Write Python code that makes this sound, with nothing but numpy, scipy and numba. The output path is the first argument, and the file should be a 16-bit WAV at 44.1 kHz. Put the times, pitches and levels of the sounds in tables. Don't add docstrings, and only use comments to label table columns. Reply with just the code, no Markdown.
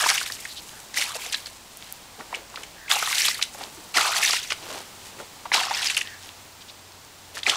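import sys
import numpy as np
from scipy import signal
from scipy.fft import rfft, irfft
from scipy.io import wavfile
from scipy.ndimage import uniform_filter1d
from numba import njit

SR = 44100
rng = np.random.default_rng(int(sys.argv[2]) if len(sys.argv) > 2 else 0)


def pcm_store(signal):
    levels = np.round(np.clip(np.atleast_2d(signal), -1, 1) * 32767)
    wavfile.write(sys.argv[1], SR, levels.astype(np.int16).T)


N = 333396
TIME = np.arange(N) / SR

# t/s, push/dB, push fade/(dB/s), gurgle/dB, gurgle fade/(dB/s), mud's flight/s,
# rain/dB, rain fade/(dB/s), mist compared with the spray/dB, foam/dB, dull slap/dB
LEG_STROKES = [(-0.02, -24, 62, -29.5, 27, 0.13, -28, 66, -5.5, -42, -62),
               (0.955, -23.5, 114, -35.5, 43, 0.29, -36.5, 72, -6.5, -59, -41),
               (2.891, -23.5, 60, -31.5, 52, 0.37, -22.5, 151, -5.5, -48, -56),
               (3.942, -23, 46, -24, 51, 0.36, -22.5, 107, -8.5, -52, -30.5),
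               (5.522, -19.5, 110, -30, 35, 0.34, -25, 91, -14.5, -59, -37),
               (7.453, -23.5, 88, -30.5, 57, 0.31, -24, 130, -15, -60, -31.5)]
# f/Hz, level/dB
MUD_SPECTRUM = [(180, -64), (300, -26), (392, -2.5), (546, -8), (645, -3.5), (946, -7), (1510, -4.5),
                (2030, 1.5), (4230, -0.5), (7820, -5), (11500, -11.5), (14700, -16.5), (16000, -23)]


def mud_spray():
    dig_in_s, gurgle_lag_s = 0.019, 0.022
    rain_rise_db_per_s, foam_fade_db_per_s = 43.5, 12.5
    gurgle = mud_grains(420, 680, 1450, cycles=19, spread_db=2.4, glide=.3)
    mist = mud_grains(3600, 6500, 15500, cycles=8, spread_db=4.2)
    drops = mud_grains(1800, 1293, 6970, cycles=12.2, spread_db=1.0)
    fizz = mud_grains(3000, 2230, 10600, cycles=6.5, spread_db=3.0)
    bubbles = mud_grains(420, 1350, 6000, cycles=33, spread_db=2.6)
    patter = unit(drops + undb(-2) * fizz)
    flow, mist_gain, gurgle_gain = np.zeros((3, N))
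    for (s, push_db, push_fade, gurgle_db, gurgle_fade, flight_s,
         rain_db, rain_fade, mist_db, foam_db, _) in LEG_STROKES:
        lands_s = s + flight_s
        thinning = fade(lands_s, rain_fade)
        push = undb(push_db) * fade(s + dig_in_s, push_fade)
        rain = undb(rain_db - rain_rise_db_per_s * np.maximum(lands_s - TIME, 0)) * thinning
        foam = undb(foam_db) * fade(lands_s, foam_fade_db_per_s)
        thrown = np.hypot(push, rain)
        flow += onset(s, dig_in_s) * thrown
        mist_gain += onset(s, dig_in_s) * np.hypot(thrown * undb(mist_db), foam)
        gurgle_decay = fade(s + gurgle_lag_s, gurgle_fade) * thinning ** 2
        gurgle_gain += onset(s, gurgle_lag_s) * undb(gurgle_db) * gurgle_decay
    drip_share = np.interp(flow, undb([-42, -26]), [.6, .47])
    wet = flow * (np.sqrt(1 - drip_share) * patter + np.sqrt(drip_share) * bubbles)
    clumping = wander(70)
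    spray = wet * undb(1.3 * clumping) + mist_gain * mist * undb(2.8 * clumping)
    return spray + gurgle_gain * gurgle * undb(1.6 * wander(40))


def splats():
    # t/s, level/dB, f/Hz, crackle compared with that level/dB, crackle fade/s
    wet_pops = [(0.089, -0.5, 2110, -5.5, 0.0061), (0.101, -3.5, 3540, -1, 0.007),
                (0.1783, 0, 2840, -5.5, 0.0047), (0.2627, -12.5, 2600, -2, 0.0047),
                (0.321, -7, 4700, -16, 0.0029), (0.4521, -10.5, 2000, -9, 0.004),
                (0.9416, -15, 1950, -11.5, 0.02), (0.972, -3.5, 1900, -21, 0.0026),
                (1.012, -6.5, 3440, -1, 0.004), (1.0214, -2.5, 2120, -9.5, 0.0046),
                (1.3263, -9, 3600, -5.5, 0.0085), (1.345, 1, 4130, -10.5, 0.0042),
                (1.459, -10, 4550, -22, 0.017), (2.3406, -9.5, 2245, -22, 0.005),
                (2.3464, -6, 2760, -22.5, 0.013), (2.5589, -15.5, 3060, -5.5, 0.0043),
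                (2.634, -17.5, 2900, -5, 0.0053), (2.881, -13.5, 2130, -12, 0.0044),
                (2.902, -12, 3200, -3, 0.005), (2.9137, -2.5, 1465, -0.5, 0.0053),
                (3.1275, -2.5, 2130, -9, 0.0045), (3.182, 1.5, 3900, -22, 0.0032),
                (3.2184, 3, 5400, -27, 0.0034), (3.2535, 1, 3380, -7, 0.0032),
                (3.2832, 3, 4260, -3.5, 0.0029), (3.414, -9.5, 2490, -12, 0.008),
                (3.425, 3.5, 3910, -11.5, 0.0056), (3.942, -10, 2610, -7, 0.011),
                (3.9718, 0, 2080, 0.5, 0.0039), (4.0098, -4, 3700, -6, 0.0058),
                (4.2284, 0, 2270, -6, 0.0074), (4.28, 0, 4380, -23, 0.004), (4.308, 4, 4800, -14, 0.004),
                (4.33, -9, 2690, 2, 0.0058), (4.365, -4.5, 2580, -12, 0.0045),
                (4.505, -9.5, 2720, -1.5, 0.0057), (4.5206, -15, 2150, 0, 0.0052),
                (5.5405, -3, 3270, 2, 0.0047), (5.828, -3.5, 3270, -7, 0.0035),
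                (5.8713, 2, 4920, -34, 0.0035), (5.9461, -8, 4260, -13, 0.0072),
                (5.899, -2.5, 2510, -13.5, 0.012), (5.9689, 3.5, 2690, -11.5, 0.0089),
                (6.012, -2.5, 2620, -14.5, 0.0065), (7.432, -4.5, 3440, -20, 0.0098),
                (7.465, 4.5, 2340, -29, 0.0039), (7.4964, 8, 3070, -11, 0.004)]
    s, db, hz, crackle_db, fade_s = np.transpose(wet_pops)
    droplets = mud_grains(7000, 944, 10670, cycles=8.2, spread_db=6)
    pops = squelch(s, db - 2, hz, cycles=17.9, lag_cycles=5.5, glide=0.11)
    droplets_s = s - 0.003
    return pops + bursts(droplets_s, db + crackle_db, rise_s=0.0068, fade_s=fade_s) * droplets


def plops():
    # t/s, level/dB, f/Hz
    pockets = [(0.039, -7.5, 1640), (0.061, -6, 940), (0.212, -15.5, 1510), (0.299, -17.5, 1760),
               (1.152, -21.5, 630), (1.261, -28.5, 697), (2.326, -17.5, 944), (2.541, -24.5, 950),
               (2.573, -19.5, 1310), (2.961, -13.5, 770), (3.025, -9, 1394), (3.11, -20, 1113),
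               (3.073, -13.5, 1090), (3.283, -15.5, 1150), (3.392, -16, 1310), (3.546, -26, 793),
               (3.609, -22, 763), (3.772, -33, 350), (4.295, -13.5, 1100), (4.333, -12, 1275),
               (4.519, -8.5, 2180), (5.454, -17, 900), (5.517, -5, 1890), (5.577, -11, 980),
               (5.611, -14.5, 887), (5.709, -11, 830), (7.37, -19, 1720)]
    s, db, hz = np.transpose(pockets)
    smacks = bursts(s, db - 13, rise_s=0.00073, fade_s=0.0056) * noise(540, 2260)
    return smacks + squelch(s, db + .5, hz, cycles=22, lag_cycles=2.5, glide=.22)


def leg_slaps():
    touch_s, *_, slap_db = np.transpose(LEG_STROKES)
    return bursts(touch_s + 0.02, slap_db, rise_s=0.00036, fade_s=0.043) * noise(290, 910)


def footsteps():
    # t/s (at full weight), length/s, dull tread/dB, crunch/dB
    steps = [(1.865, 0.2, -72, -47.5), (2.206, 0.035, -37, -47), (2.362, 0.14, -44.5, -49),
             (2.595, 0.14, -48, -47), (3.63, 0.11, -43.5, -42), (4.726, 0.21, -39.5, -38.5),
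             (5.066, 0.083, -67, -46), (5.21, 0.065, -41, -45.5), (6.254, 0.086, -70, -45),
             (7.376, 0.054, -45.5, -36)]
    tread = unit(band(grains(3000, 145, 2160, cycles=8.2, spread_db=3.5), 310, 1040, order=1))
    crunch = unit(band(grains(3000, 1300, 12000, cycles=4, spread_db=3.5), 1400, 6000, order=1))
    out = np.zeros(N)
    for s, length_s, tread_db, crunch_db in steps:
        weight = np.exp(-(2 * (TIME - s) / length_s) ** 2)
        out += weight * (undb(tread_db) * tread + undb(crunch_db) * crunch)
    return out * undb(1.3 * wander(60))


def snapping_stalks():
    # t/s, level/dB, f/Hz
    snaps = [(0.692, -30, 3260), (1.771, -23, 10500), (1.824, -27, 3440), (1.924, -14.5, 12500),
             (3.637, -20, 4160), (6.0726, -22.5, 3260), (6.2903, -26.5, 3120)]
    s, db, hz = np.transpose(snaps)
    return ring(s + 0.00108, hz, cycles=np.full(len(s), 7.), size=undb(db + 9.5), glide=0., swell=2.7)


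def wall_echo(x):
    age = TIME[:SR // 2]
    ring_s, delay_s = 0.22, .006
    tail = band(rng.standard_normal(len(age)), 650, 8000, order=1)
    tail *= undb(-60 * age / ring_s) * (age > delay_s)
    return x + undb(-17.5) * signal.fftconvolve(x, tail / np.linalg.norm(tail))[:N]


def settling_ground():
    return undb(-62) * mud_grains(90, 1800, 12000, cycles=6, spread_db=3.5)


def far_birds():
    # t/s, f/Hz, width of the pitch range/Hz, length/s, level/dB
    calls = [(0.475, 4140, 1510, 0.076, -41), (0.553, 3960, 1860, 0.055, -36.5),
             (0.682, 1610, 400, 0.15, -52), (2.747, 1760, 350, 0.2, -47), (6.023, 1780, 300, 0.18, -44),
             (6.603, 3770, 1900, 0.029, -42.5), (6.676, 3830, 1900, 0.039, -42)]
    out = np.zeros(N)
    for s, hz, width_hz, length_s, db in calls:
        swell = np.sin(np.pi * np.clip((TIME - s) / length_s, 0, 1))
        out += undb(db) * swell * noise(hz - width_hz / 2, hz + width_hz / 2)
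    return out


def yard_air():
    # f/Hz, level/dB
    spectrum = [(25, -13.5), (55, -12.5), (100, -8), (150, -9.5), (260, -10.5), (550, -11.5), (850, -8),
                (1600, -14), (4200, -14), (8000, -17.5), (12000, -25), (14500, -24), (16000, -26)]
    # t/s, level/dB
    loudness = [(0, -44.5), (1.6, -46.5), (2.7, -45.5), (3.8, -45.5), (4.9, -44.5), (6.2, -45.5),
                (6.9, -47.8), (7.56, -47.5)]
    s, db = np.transpose(loudness)
    rush = unit(colour(rng.standard_normal(N), spectrum))
    return rush * undb(np.interp(TIME, s, db) + .5 * wander(6.8))


def hum_and_whine():
    # f/Hz, waver/Hz, early level/dB, late level/dB
    tones = [(52, 3, -65, -75), (91.5, 4, -71, -59.5), (7570, 14, -68, -68), (15140, 11, -67, -67)]
    change_s = [2.5, 6.2]
    out = np.zeros(N)
    for hz, waver_hz, early_db, late_db in tones:
        phase = 2 * np.pi * np.cumsum(hz + waver_hz * wander(28)) / SR
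        level_db = np.interp(TIME, change_s, [early_db, late_db]) + 2 * wander(10)
        out += np.sqrt(2) * np.sin(phase) * undb(level_db)
    return out


@njit
def ring(s, hz, cycles, size, glide, swell):
    out = np.zeros(N)
    for k in range(len(s)):
        start, length, phase = int(s[k] * SR), cycles[k] * SR / hz[k], 0.
        for i in range(max(0, -start), min(int(length), N - start)):
            phase += 2 * np.pi * min(hz[k] * (1 + glide * i / length) / SR, .45)
            attack = 1 - np.exp(-(phase / swell) ** 2)
            out[start + i] += size[k] * np.sin(phase) * attack * np.exp(-6.9 * i / length)
    return out


def squelch(s, db, hz, cycles, lag_cycles, glide):
    life = np.full(len(s), float(cycles))
    out = ring(s + .0005, hz, life, undb(db), glide, swell=11.4)
    for turn in (1, 2):
        lag, detune = rng.random((len(s), 2)).T
        start_s = s + (turn + lag / 2) * lag_cycles / hz
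        near_hz = hz * 2 ** (detune - .55)
        out += ring(start_s, near_hz, 1.07 * life, undb(db - 5 * turn), glide=0.056, swell=13.5)
    return out


def grains(per_s, lo_hz, hi_hz, cycles, spread_db, glide=0.33):
    when, pitch, life, loud, sign = rng.random((int(per_s * N / SR), 5)).T
    hz = lo_hz * (hi_hz / lo_hz) ** pitch
    db = -spread_db * np.log(np.maximum(loud, .02))
    size = undb(db) * hz * np.sign(sign - .5)
    return unit(ring(when * N / SR, hz, cycles * 2 ** (2 * life - 1), size, glide, swell=cycles * 0.26))


def mud_grains(per_s, lo_hz, hi_hz, **settings):
    return unit(colour(grains(per_s, lo_hz, hi_hz, **settings), MUD_SPECTRUM))


def bursts(s, db, rise_s, fade_s):
    out = np.zeros(N)
    for start_s, gain, fall_s in np.broadcast(s, undb(db), fade_s):
        start = int(start_s * SR)
        age = TIME[:min(SR // 4, N - start)]
        out[start:start + len(age)] += gain * np.exp(-age / fall_s) * (1 - np.exp(-age / rise_s))
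    return out


def onset(s, rise_s):
    return np.clip((TIME - s) / rise_s, 0, 1)


def fade(s, db_per_s):
    return undb(-db_per_s * np.maximum(TIME - s, 0))


def wander(per_s):
    hold = int(SR / per_s)
    stairs = np.repeat(rng.standard_normal(N // hold + 1), hold)
    return unit(uniform_filter1d(stairs, hold)[:N])


def colour(x, points):
    hz, db = np.transpose(points)
    size = 2 ** 14
    log_hz = np.log(np.fft.rfftfreq(size, 1 / SR) + 1)
    log_gain = np.log(undb(np.interp(log_hz, np.log(hz), db)))
    cepstrum = irfft(log_gain)
    cepstrum[1:size // 2] *= 2
    cepstrum[size // 2:] = 0
    return signal.fftconvolve(x, irfft(np.exp(rfft(cepstrum))))[:N]


def band(x, lo_hz, hi_hz, order=2):
    return signal.sosfilt(signal.butter(order, [lo_hz, hi_hz], "band", fs=SR, output="sos"), x)


def noise(lo_hz, hi_hz):
    return unit(band(rng.standard_normal(N), lo_hz, hi_hz))


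def undb(db):
    return 10 ** (np.asarray(db) / 20)


def unit(x):
    return x / np.sqrt(np.mean(x ** 2))


def scene():
    pen = mud_spray() + splats() + plops() + leg_slaps() + footsteps() + snapping_stalks()
    return (wall_echo(pen) + settling_ground() + far_birds() + yard_air() + hum_and_whine())[None]


def record(dry):
    top_hz = 15650
    return signal.sosfilt(signal.ellip(10, .2, 80, top_hz, fs=SR, output="sos"), np.tanh(dry))


dry = scene()
out = record(dry)
pcm_store(out)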